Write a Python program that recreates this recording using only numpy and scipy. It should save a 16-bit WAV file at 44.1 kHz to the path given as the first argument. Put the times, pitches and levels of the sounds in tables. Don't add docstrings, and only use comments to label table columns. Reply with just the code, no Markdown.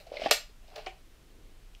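import sys
import numpy as np
from scipy import signal
from scipy.fft import rfft, irfft
from scipy.io import wavfile

SR = 44100
rng = np.random.default_rng(int(sys.argv[2]) if len(sys.argv) > 2 else 0)


def transcribe(signal):
    frames = np.atleast_2d(signal).T
    limited = np.clip(frames, -1, 1)
    pcm = np.round(limited * 32767).astype(np.int16)
    wavfile.write(sys.argv[1], SR, pcm)


N = 79380
T = np.arange(N) / SR
FREQS = np.maximum(np.fft.rfftfreq(2 * N, 1 / SR), 1)


def undb(db):
    return 10 ** (np.asarray(db) / 20)


def fade(start, t60):
    return (T >= start) * np.exp(-np.log(1000) * np.maximum(T - start, 0) / t60)


def swell(rows, column=1):
    rows = np.array(rows)
    inside = (T >= rows[0, 0]) & (T <= rows[-1, 0])
    return inside * undb(np.interp(T, rows[:, 0], rows[:, column]))


def shape(x, gain):
    return irfft(rfft(x, 2 * N) * gain)[:N]


def colour(x, points):
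    hz, db = np.array(points).T
    filtered = shape(x, undb(np.interp(np.log(FREQS), np.log(hz), db)))
    return filtered / np.std(filtered)


def noise():
    return rng.standard_normal(N)


def ring(start, hz, t60):
    return fade(start, t60) * np.sin(2 * np.pi * hz * (T - start))


# (time [s], level [dB])
LOCK_HITS = [(0.3101, 2), (0.3121, -1), (0.3135, -11.5), (0.319, -13.5)]
# (frequency [Hz], level [dB])
CRACK_TONE = [(150, -20.5), (350, -25), (480, -12.5), (750, -5), (950, -34.5), (1200, -5), (1550, -4.5),
              (2000, -2), (3200, -0.5), (4500, -1.5), (7400, -9.5), (8200, -6), (13000, -15.5),
              (16000, -24.5)]
# (frequency [Hz], level [dB])
RATTLE_TONE = [(300, -15.5), (700, -3.5), (1050, -6), (1500, -5.5), (2100, 1), (2800, -1.5), (5000, 0),
               (7500, -9.5), (8200, -20.5), (13000, -15.5), (16000, -27)]
def lock_snap():
    cracks = sum(undb(db) * fade(s, t60=0.021) * colour(noise(), CRACK_TONE) for s, db in LOCK_HITS)
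    rattles = sum(undb(db) * fade(s, t60=0.092) * colour(noise(), RATTLE_TONE) for s, db in LOCK_HITS)
    return undb(-18.5) * cracks + undb(-20.5) * rattles


# (time [s], level [dB], treble limit [Hz])
BLOWS = [(0.3105, -22, 13800), (0.7623, -52, 3400), (0.8640, -41, 2600)]
# (pitch [Hz], level [dB], fade time [s])
RING_TONES = [(440, 1, .06), (594, 2, .07), (680, 1, .08), (755, 0, .04), (1212, -2, .04), (1436, -6, .05),
              (1780, -7, .04), (1925, -4, .035), (2256, -9, .09), (2440, -6, .08), (2610, -11, .11),
              (2875, -9, .14), (3200, 2, .025), (3618, -14, .12), (4204, -12, .13), (4925, -14, .14),
              (6350, -12, .13), (6675, -15, .16), (7506, -14, .2), (7630, -16, .23)]
def ringing():
    out = 0
    for start, blow_db, limit_hz in BLOWS:
        for k, (hz, db, t60) in enumerate(RING_TONES):
            gain = undb(blow_db + db) / (1 + (hz / limit_hz) ** 4)
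            out += (-1) ** k * gain * ring(start, hz, t60)
    return out


# (time [s], pitch [Hz], relative level [dB], fade time [s])
SHELL_BUMPS = [(0.001, 615, -52.5, 0.057), (0.068, 672, -42, 0.039), (0.1175, 562, -21, 0.014),
               (0.138, 587, -31, 0.024), (0.152, 593, -39, 0.032), (0.166, 598, -36, 0.071),
               (0.1955, 519, -27, 0.018), (0.2175, 630, -19.5, 0.021), (0.235, 650, -37, 0.011),
               (0.233, 243, -42.5, 0.044), (0.259, 660, -10.5, 0.016), (0.259, 290, -26, 0.021),
               (0.26, 1130, -35.5, 0.044), (0.261, 440, -31, 0.023), (0.2655, 786, -25, 0.047),
               (0.495, 420, -53, 0.03), (0.683, 686, -42, 0.015), (0.72, 700, -51, 0.041),
               (0.761, 611, -46.5, 0.23), (0.798, 648, -35, 0.019), (0.866, 759, -38.5, 0.11),
               (0.868, 364, -44, 0.064)]
def bumps(rise_s=0.0016):
    out = 0
    for start, hz, db, t60 in SHELL_BUMPS:
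        rise = 1 - np.exp(-((T - start) / rise_s) ** 2 / 2)
        out += 2 * undb(db) * rise * ring(start, hz, t60)
    return out


PLASTIC_CLICKS = [(0.001, -58.5, 0.13, 4030, 405, -2), (0.068, -56, 0.059, 3500, 3060, -30),
                  (0.17, -37.5, 0.013, 3900, 1200, -38), (0.1691, -32.5, 0.029, 2230, 238, -62),
                  (0.219, -38, 0.036, 2560, 1800, -28.5), (0.237, -34.5, 0.026, 2350, 1460, -26),
                  (0.2601, -32.5, 0.047, 2420, 1530, -28), (0.6808, -56.5, 0.018, 3550, 2900, -10),
                  (0.702, -50.5, .008, 3860, 2450, -23), (0.7582, -46, 0.04, 4000, 3000, -38),
                  (0.7605, -43.5, 0.044, 2600, 3970, -7), (0.8625, -37, .01, 4440, 1200, -40),
                  (0.8628, -36, 0.06, 2590, 970, -55), (0.8681, -39.5, 0.052, 1400, 1280, -22),
                  (0.867, -55.5, 0.085, 6100, 2480, -20), (0.8735, -44.5, 0.074, 2720, 497, -44),
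                  (1.7499, -42.5, .006, 2790, 2010, -36)]
def clicks():
    out = 0
    for start, db, t60, hz, width, hiss_db in PLASTIC_CLICKS:
        burst = undb(db) * fade(start, t60) * noise()
        low = np.hypot(hz, width / 2) - width / 2
        band = signal.butter(2, [low, low + width], "band", fs=SR, output="sos")
        boost = np.sqrt(SR / 2 / width)
        out += boost * signal.sosfilt(band, burst) + undb(hiss_db) * burst
    return out


def grains(per_s=2500, spread_db=4.5):
    ticks = (rng.random(N) < per_s / SR) * np.sign(noise())
    return ticks * undb(spread_db * np.clip(noise(), -2, 2))


# (time [s], rub level [dB], grit level [dB])
PISTOL_PUSH = [(0, -56.5, -56.5), (.04, -64.5, -72), (.108, -59, -65.5), (.135, -47, -53.5),
               (.18, -52, -51), (.25, -41.5, -40.5), (.295, -53, -45), (.308, -45.5, -51.5),
               (.32, -76.5, -81.5)]
# (time [s], rub level [dB], grit level [dB])
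HOOD_PUSH = [(.62, -75, -77), (.68, -68.5, -69), (.752, -52, -63.5), (.785, -44, -52.5), (.815, -54, -57.5),
             (.855, -57, -63.5), (.92, -59, -75), (1.0, -76, -74)]
# (frequency [Hz], level [dB])
SHELL_TONE = [(100, -31), (220, -16.5), (360, -12.5), (450, 2), (600, 1), (780, -3), (920, -12),
              (1600, -18.5), (3000, -52)]
# (frequency [Hz], level [dB])
HOOD_TONE = [(100, -27), (300, -24.5), (430, 0), (520, -14), (600, 0.5), (780, -3.5), (950, -11),
             (1200, -14), (1700, -19.5), (3000, -44.5)]
# (frequency [Hz], level [dB])
GRIT_TONE = [(500, -17), (1200, -10), (1800, -7), (2300, 0), (2850, 1), (3400, -5.5), (5000, -4.5),
             (6500, -19.5), (7700, -26), (8200, -23.5), (8800, -29.5), (16000, -40)]
def scrapes():
    out = 0
    for push, tone in [(PISTOL_PUSH, SHELL_TONE), (HOOD_PUSH, HOOD_TONE)]:
        out += swell(push) * colour(grains(), tone)
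        out += swell(push, column=2) * colour(grains(), GRIT_TONE)
    return out


# (time [s], level [dB])
ARM_DROP = [(1.0, -71), (1.2, -69), (1.43, -62.5), (1.55, -69.5), (1.67, -71), (1.8, -75)]
def sleeve(centre_hz=306, width_hz=240):
    off_centre = (FREQS - centre_hz ** 2 / FREQS) / (1.1 * width_hz)
    rustle = shape(noise(), 1 / (1 + off_centre ** 2))
    return swell(ARM_DROP) * rustle / np.std(rustle)


# (frequency [Hz], level [dB], fade time [s])
ECHO_BANDS = [(150, -5, 0.1), (342, 3.5, 0.15), (704, -6.5, 0.32), (1190, -0.5, 0.27), (2624, 3, 0.25),
              (5340, 1, 0.27), (8950, 9, 0.17), (15000, 5.5, 0.23)]
def workshop_echo(x, level_db=-5.5, rise_s=0.0067):
    centres = np.log([row[0] for row in ECHO_BANDS])
    scatter, tail = noise(), 0
    for share, (_, db, t60) in zip(np.eye(len(ECHO_BANDS)), ECHO_BANDS):
        band = shape(scatter, np.interp(np.log(FREQS), centres, share))
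        tail += undb(db) * fade(0, t60) * band
    tail *= 1 - np.exp(-(T / rise_s) ** 2)
    return undb(level_db) * signal.fftconvolve(x, tail / np.linalg.norm(tail))[:N]


# (frequency [Hz], level [dB])
BACKGROUND_TONE = [(12, -25.5), (20, 1), (39, -7), (60, -19), (113, -24.5), (150, -27), (270, -32.5),
                   (558, -37), (607, -37), (873, -39.5), (2990, -40.5), (13500, -52), (16000, -54.5)]
def background():
    return undb(-52.5) * colour(noise(), BACKGROUND_TONE)


def scene():
    bass_cut = signal.butter(3, 314, "high", fs=SR, output="sos")
    handling = signal.sosfilt(bass_cut, lock_snap() + ringing()) + bumps() + clicks() + scrapes()
    return (handling + workshop_echo(handling) + sleeve() + background())[None]


def record(dry):
    return signal.sosfilt(signal.ellip(8, .2, 70, 15500, fs=SR, output="sos"), dry)


dry = scene()
out = record(dry)
transcribe(out)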